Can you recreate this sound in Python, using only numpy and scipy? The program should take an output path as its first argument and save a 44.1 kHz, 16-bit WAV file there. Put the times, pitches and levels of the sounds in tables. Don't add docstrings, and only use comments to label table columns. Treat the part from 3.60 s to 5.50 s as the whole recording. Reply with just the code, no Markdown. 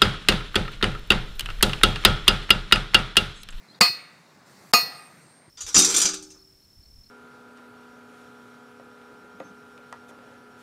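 import sys
import numpy as np
from scipy import signal
from scipy.fft import rfft, irfft, next_fast_len
from scipy.io import wavfile
from scipy.ndimage import uniform_filter1d, map_coordinates

SR = 44100
rng = np.random.default_rng(int(sys.argv[2]) if len(sys.argv) > 2 else 0)


def log_audio(samples):
    frames = np.atleast_2d(samples).T
    limited = np.clip(frames, -1, 1)
    pcm = np.round(limited * 32767).astype(np.int16)
    wavfile.write(sys.argv[1], SR, pcm)


def voltage_ratio(decibels):
    exponent = np.asarray(decibels, float) / 20
    return 10 ** exponent


N = 83790

# t/s, peak level/dB
BLOWS = [
    (0.21, -2),
    (1.1354, -3.5),
]
RING_DB = -6.5


def unit(x):
    return x / np.sqrt(np.mean(x ** 2) + 1e-20)


def along(points, hz):
    f, v = np.transpose(points)
    return np.interp(np.log(hz + 1), np.log(f + 1), v)


def curves(rows):
    s, *cols = np.transpose(rows)
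    return [np.interp(np.arange(N) / SR, s, c) for c in cols]


def wobble(rate_hz):
    knots = rng.standard_normal(int(N * rate_hz / SR) + 4)
    return map_coordinates(knots, [np.arange(N) * rate_hz / SR])


def noise(length, spectrum, t60=None, patchy_db=0):
    hz, t, z = signal.stft(rng.standard_normal(length + 256), SR, nperseg=256)
    patches = uniform_filter1d(rng.standard_normal(z.shape), 3, 0)
    patches = uniform_filter1d(patches, 20, 1, mode='wrap')
    z = z * voltage_ratio(along(spectrum, hz))[:, None] * voltage_ratio(patchy_db * unit(patches))
    scale = np.sqrt(np.mean(signal.istft(z, nperseg=256)[1] ** 2))
    if t60:
        z = z * voltage_ratio(-60 * t / np.maximum(along(t60, hz), .01)[:, None])
    return signal.istft(z, nperseg=256)[1][:length] / scale


def add(x, s, y):
    part = x[round(s * SR):][:len(y)]
    part += y[:len(part)]


def background():
    # f/Hz, density/dB
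    traffic = [(25, -45.5), (90, -12), (150, 0), (445, -9), (2100, -12), (3100, -25), (4300, -18),
               (16500, -44)]
    # f/Hz, density/dB
    leaves = [(2500, -17.5), (4000, -1), (7000, 1), (11000, -5.5), (15500, -9.5), (16200, -38.5)]
    # t/s, level/dB
    gust = [(0, -69.5), (.85, -71), (.87, -62.5), (1.1, -60.5), (1.5, -64.5), (1.65, -67.5), (1.9, -78.5)]
    m = next_fast_len(N + 8192)
    road = rfft(noise(N, [(100, 0)], patchy_db=1.5), m)
    road = irfft(road * voltage_ratio(along(traffic, np.fft.rfftfreq(m, 1 / SR))), m)[:N]
    gust_db, = curves(gust)
    road_db = -55 + 0.23 * (gust_db - gust_db.mean())
    return voltage_ratio(road_db) * unit(road) + voltage_ratio(gust_db) * noise(N, leaves, patchy_db=3.0)


def sparrows():
    # t/s, length/s, start f/Hz, end f/Hz, level/dB
    chirps = [(.025, 0.02, 4140, 4100, -65), (0.044, 0.015, 4470, 4250, -65),
              (0.066, 0.023, 3900, 4050, -69), (0.081, 0.017, 3980, 4200, -50),
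              (.092, .026, 4150, 4190, -50), (0.11, 0.017, 4860, 4900, -62.5), (.112, .02, 4180, 4230, -58),
              (0.128, 0.02, 4130, 4250, -53.5), (0.123, 0.02, 3080, 3600, -61),
              (0.14, .016, 3700, 3800, -60.5), (0.143, 0.015, 4330, 5000, -57),
              (0.15, 0.017, 4760, 3100, -61.5), (0.17, .012, 3473, 3233, -64.5),
              (0.163, .028, 4320, 4070, -66)]
    out = np.zeros(N)
    for s, length_s, from_hz, to_hz, db in chirps:
        n = round(length_s * SR)
        cycles = np.cumsum(np.linspace(from_hz, to_hz, n)) / SR
        add(out, s, voltage_ratio(db + 2.5) * np.hanning(n) ** 1.3 * np.sin(2 * np.pi * cycles))
    tail = noise(SR // 8, [(100, 0)], [(4000, .15)])
    return out + voltage_ratio(-1.0) * signal.fftconvolve(out, tail / np.linalg.norm(tail))[:N]


def hammer():
    # t/s, direct path speed/(m/s), ground path speed/(m/s)
    lift_m_s = [
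        [(.21, 0, 0), (.3, .5, -.6), (.4, 1.4, -.8), (.48, 2.2, -.6), (.55, 3, .2), (.65, 3, 0)],
        [(1.135, 0, 0), (1.22, 0, -.2), (1.35, 1.8, -1), (1.45, 2.6, 0), (1.55, 3.6, 1), (1.63, 2.6, 1),
         (1.75, .8, 1), (1.9, -2.8, 1)],
    ]
    # t/s, direct level/dB, ground level/dB
    turn_db = [
        [(.21, -69, -69), (.3, -65, -67), (.42, -71, -59), (.48, -68.5, -75.5), (.56, -85.5, -76),
         (.62, -80, -83), (.68, -99, -92.5)],
        [(1.135, -38, -52), (1.28, -57.5, -64), (1.38, -52, -57), (1.47, -64, -53.5), (1.55, -64.5, -79),
         (1.59, -69.5, -59.5), (1.62, -62, -93), (1.72, -59, -85.5), (1.9, -62.5, -94)],
    ]
    head_hz = [8635, 13385]
    upper_start_db = [-8.5, 3]
    deep_start_db = [13, 12]
    deep_fade_db_s = [45, 120]
    deep_hz, upper_fade_db_s = 3705, 59.5
    waver_db, sound_m_s = 1.3, 343
    out, t = np.zeros(N), np.arange(N) / SR
    for lift, turn, start_db, deep_db, fade_db_s in zip(
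            lift_m_s, turn_db, upper_start_db, deep_start_db, deep_fade_db_s):
        age = t - lift[0][0]
        for speed, db in zip(curves(lift), curves(turn)):
            clock = np.cumsum(1 - speed / sound_m_s) / SR
            low, high = (np.sin(2 * np.pi * (hz * clock + rng.random())) for hz in head_hz)
            upper_db = start_db - upper_fade_db_s * np.abs(age)
            out += (age > 0) * voltage_ratio(db + waver_db * wobble(41)) * (low + voltage_ratio(upper_db) * high)
            deep = np.sin(2 * np.pi * (deep_hz * clock + rng.random()))
            level_db = turn[0][2] + deep_db - fade_db_s * np.abs(age)
            out += (age > 0) * voltage_ratio(level_db + waver_db * wobble(48)) * deep
    return out


def bump(hz):
    u = np.arange(round(0.018 * SR)) / SR
    return np.hanning(len(u)) * (np.sin(2 * np.pi * hz * u) + 0.51 * np.sin(2 * np.pi * 2.5 * hz * u))


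def yard(struck):
    # f/Hz, t60/s
    yard_t60 = [(150, .3), (500, 1.2), (2500, 1.6), (5000, 0.82), (9000, .2), (15000, .1)]
    # f/Hz, level/dB
    yard_colour = [(150, -8), (450, -1), (680, -2), (1000, -8.5), (1450, -3), (2000, -5), (3100, -8),
                   (4300, -5), (9000, -3)]
    hold_s = 0.34
    t = np.arange(len(struck)) / SR
    tail = noise(len(t), yard_colour, yard_t60) / (1 + (t / hold_s) ** 4)
    return signal.fftconvolve(struck, tail / np.linalg.norm(tail))[:len(t)]


def thud(t, blow):
    thud_hz = [208, 238]
    thud_db = [-16.5, -10]
    thud_t60_s = [0.079, 0.054]
    return voltage_ratio(thud_db[blow] - 60 * t / thud_t60_s[blow]) * np.sin(2 * np.pi * thud_hz[blow] * t)


def swarm(t, colour, count):
    # f/Hz, t60/s
    swarm_t60 = [(300, 0.12), (2000, 0.049), (6000, 0.2), (16000, .1)]
    draw = rng.random((count, 4))
    hz = 3000 + 13000 * draw[:, :1] ** 1.5
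    t60_s = along(swarm_t60, hz) * (.5 + draw[:, 2:3])
    db = along(colour, hz) - 14 * draw[:, 1:2] - 60 * t / t60_s
    return (voltage_ratio(db) * np.sin(2 * np.pi * (hz * t + draw[:, 3:]))).sum(0)


def crack(t, blow, settle_s):
    # f/Hz, density/dB
    crack_spectra = [
        [(59, -48), (100, -21), (2120, -7), (3250, -13), (4780, -10.5), (6180, -18.5), (6870, -11.5),
         (14200, -35), (16500, -41.5)],
        [(59, -40.5), (100, -19), (900, -8.5), (2680, -6.5), (3180, -19), (4780, -3.5), (6180, -17),
         (13900, -22.5), (16500, -31.5)],
    ]
    # f/Hz, level/dB
    dip = [(450, 0), (630, -6), (820, 0), (1250, 0), (1600, -6), (2000, 0)]
    # f/Hz, t60/s
    crack_t60 = [(100, 0.066), (600, 0.057), (3000, 0.021), (15000, 0.04)]
    # f/Hz, t60/s
    rattle_t60 = [(300, 0.22), (2000, 0.74), (5000, 0.091), (9000, 0.13), (16000, .08)]
    spectrum = crack_spectra[blow]
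    colour = [(f, along(spectrum, f) + along(dip, f)) for f in np.geomspace(50, 17000, 90)]
    rattle = voltage_ratio(-18.5) * noise(len(t), colour, rattle_t60, patchy_db=2)
    rattle = rattle / (1 + (t / settle_s) ** 8)
    return rattle + noise(len(t), colour, crack_t60) + voltage_ratio(-20) * swarm(t, colour, count=120)


def pressed(t, blow):
    # f/Hz, first blow level/dB, second blow level/dB, t60/s
    pressed_modes = [(491, -15.5, -19.5, 0.12), (997, -13, -10, .06), (1097, -7.5, -8.5, 0.092),
                     (1999, -6.5, -11.5, 0.12), (2208, -2, -33.5, 0.024), (2776, -13.5, -1.5, .09),
                     (4732, 6.5, 2, 0.052), (5030, -7.5, -13.5, .06), (5310, -22.5, -6, 0.063),
                     (7210, -10.5, -19, .06)]
    hz, *level_db, t60_s = np.transpose(pressed_modes)[:, :, None]
    tones = np.sin(2 * np.pi * (hz * t + rng.random(hz.shape)))
    return (voltage_ratio(RING_DB + level_db[blow] - 60 * t / t60_s) * tones).sum(0)


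def disc(t, blow, settle_s):
    low_hz = [711, 1228, 1950, 2065, 2207, 2501, 2546, 2770, 3712, 3865, 4265, 4473, 4760, 5160]
    # first blow level/dB, second blow level/dB, t60/s
    disc_modes = [(-16, -11, 0.21), (-4, 2.5, 0.15), (-30, -24.5, 0.94), (-16, -24.5, 0.19),
                  (-23, -20, 0.066), (-7.5, -2, 0.22), (-16.5, -20, .5), (-30.5, -22.5, 0.45),
                  (-22.5, -30, .5), (-35, -16.5, 0.24), (-4.5, -4, 0.46), (-2.5, -6, 0.32),
                  (-13.5, -15, 0.42), (-13.5, -15.5, 0.31),
                  (-21, -17.5, .18), (-23.5, -15, 0.36), (-27.5, -36, 0.46), (-21.5, -6, 0.16),
                 (-25, -17.5, 0.21), (-24.5, -36.5, 0.2), (-24.5, -44, 0.12), (-46.5, -38, 0.25),
                 (-29, -32, 0.4), (-22.5, -20.5, 0.32), (-28, -30, 0.35), (-36, -31.5, 0.47),
                 (-23.5, -37.5, .14), (-30, -22.5, 0.17),
                  (-27.5, -23.5, 0.33), (-31.5, -30, .13), (-40, -45, .2), (-29, -19, 0.29),
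                 (-23.5, -29, 0.18), (-34.5, -20, 0.18), (-34, -35, .18), (-22, -36, .13),
                 (-31, -32.5, .15), (-22.5, -13.5, .4), (-33, -50, .1), (-27, -18, .15), (-39, -32.5, 0.37)]
    mid_hz = [5412, 5465, 5910, 6665, 6858, 7075, 7680, 8050, 8296, 8484, 8760, 9141, 9604, 9830]
    high_hz = [10350, 10800, 11530, 11990, 12110, 12450, 12890, 13400, 13640, 14155, 14600, 15110, 15620]
    rest_damping = 1.45
    rock_peak_db, rock_hz = 2, 22
    release_s, release_soft_s = 0.0064, .002
    hz = np.concatenate([low_hz, mid_hz, high_hz])[:, None]
    *levels_db, t60_s = np.array(disc_modes).T[:, :, None]
    phase = rng.uniform(0, 2 * np.pi, hz.shape)
    age = t + (rest_damping - 1) * np.maximum(t - settle_s, 0)
    rock = np.sin(2 * np.pi * rock_hz * (.5 + phase / np.pi) * t + phase)
    rock_db = rock_peak_db * np.minimum(t / settle_s, 1) * rock
    level_db = RING_DB + levels_db[blow] + rock_db - 60 * age / t60_s
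    ring = (voltage_ratio(level_db) * np.sin(2 * np.pi * hz * t + phase)).sum(0)
    return ring / (1 + np.exp((release_s - t) / release_soft_s)) + pressed(t, blow)


def blows():
    settle_times_s = [.076, .082]
    settle_hz = [137, 166.5]
    settle_db = [-37.5, -36]
    # delay/s, level/dB
    echoes = [(.115, -36), (0.199, -35.5), (.245, -35)]
    yard_trim_db = [-4.5, 0]
    attack_s, settle_lag_s = 0.00056, 0.0073
    push_lead_s, push_hz, push_db = .0008, 1330, -7
    yard_db, yard_ring_db, echo_top_hz = -20, -6.5, 2440
    out, t = np.zeros(N), np.arange(int(.75 * SR)) / SR
    wall = signal.butter(2, echo_top_hz, fs=SR, output='sos')
    touch = np.sin(2 * np.pi * push_hz * np.arange(round(SR / push_hz)) / SR)
    for blow, ((s, db), settle_s) in enumerate(zip(BLOWS, settle_times_s)):
        rise = voltage_ratio(db) * (1 - np.exp(-t / attack_s))
        ring = rise * disc(t, blow, settle_s)
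        contact = rise * crack(t, blow, settle_s)
        add(out, s - push_lead_s, voltage_ratio(db + push_db) * touch)
        add(out, s, ring + contact + rise * thud(t, blow))
        answer = yard(contact + voltage_ratio(yard_ring_db) * ring)
        add(out, s + 0.011, voltage_ratio(yard_db + yard_trim_db[blow]) * answer)
        dull = signal.sosfilt(wall, ring * np.minimum(t / 0.018, 1))
        for delay_s, echo_db in echoes:
            add(out, s + delay_s, voltage_ratio(echo_db) * dull)
        add(out, s + settle_s + settle_lag_s, voltage_ratio(db + settle_db[blow]) * bump(settle_hz[blow]))
    add(out, 1.875, voltage_ratio(-47) * bump(137))
    return out


def scene():
    return (background() + sparrows() + hammer() + blows())[None]


def top_cut(x):
    return signal.sosfilt(signal.butter(12, 17110, fs=SR, output="sos"), x)


def record(dry):
    # from t/s, to t/s, kept below f/Hz
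    dropouts = [
        (.191, .2058, 700),
        (1.12, 1.1313, 0),
    ]
    # f/Hz, density/dB
    lead_hiss = [(500, -10.5), (2000, -6.5), (5000, 1), (12000, -7), (16500, -13)]
    clip_top, clip_hard = .62, 6
    mic_low_hz, mic_top_hz = 70, 16400
    t, hz = np.arange(N) / SR, np.fft.rfftfreq(N, 1 / SR)
    x = dry / (1 + np.abs(dry / clip_top) ** clip_hard) ** (1 / clip_hard)
    for (start_s, stop_s, kept_hz), (blow_s, _) in zip(dropouts, BLOWS):
        gate = uniform_filter1d(((t > start_s) & (t < stop_s)) * 1., size=40)
        low = irfft(rfft(x * (t < stop_s)) * (hz < kept_hz), N)
        ramp = np.clip((t - stop_s) / (blow_s - stop_s), 0, 1) * (t < blow_s + .001)
        x = x - gate * (x - low) + voltage_ratio(-33) * ramp ** 0.21 * noise(N, lead_hiss)
    mic = 1j * hz / (mic_low_hz + 1j * hz) / (1 + (hz / mic_top_hz) ** 80)
    return top_cut(irfft(rfft(x) * mic, N))


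dry = scene()
out = record(dry)
log_audio(out)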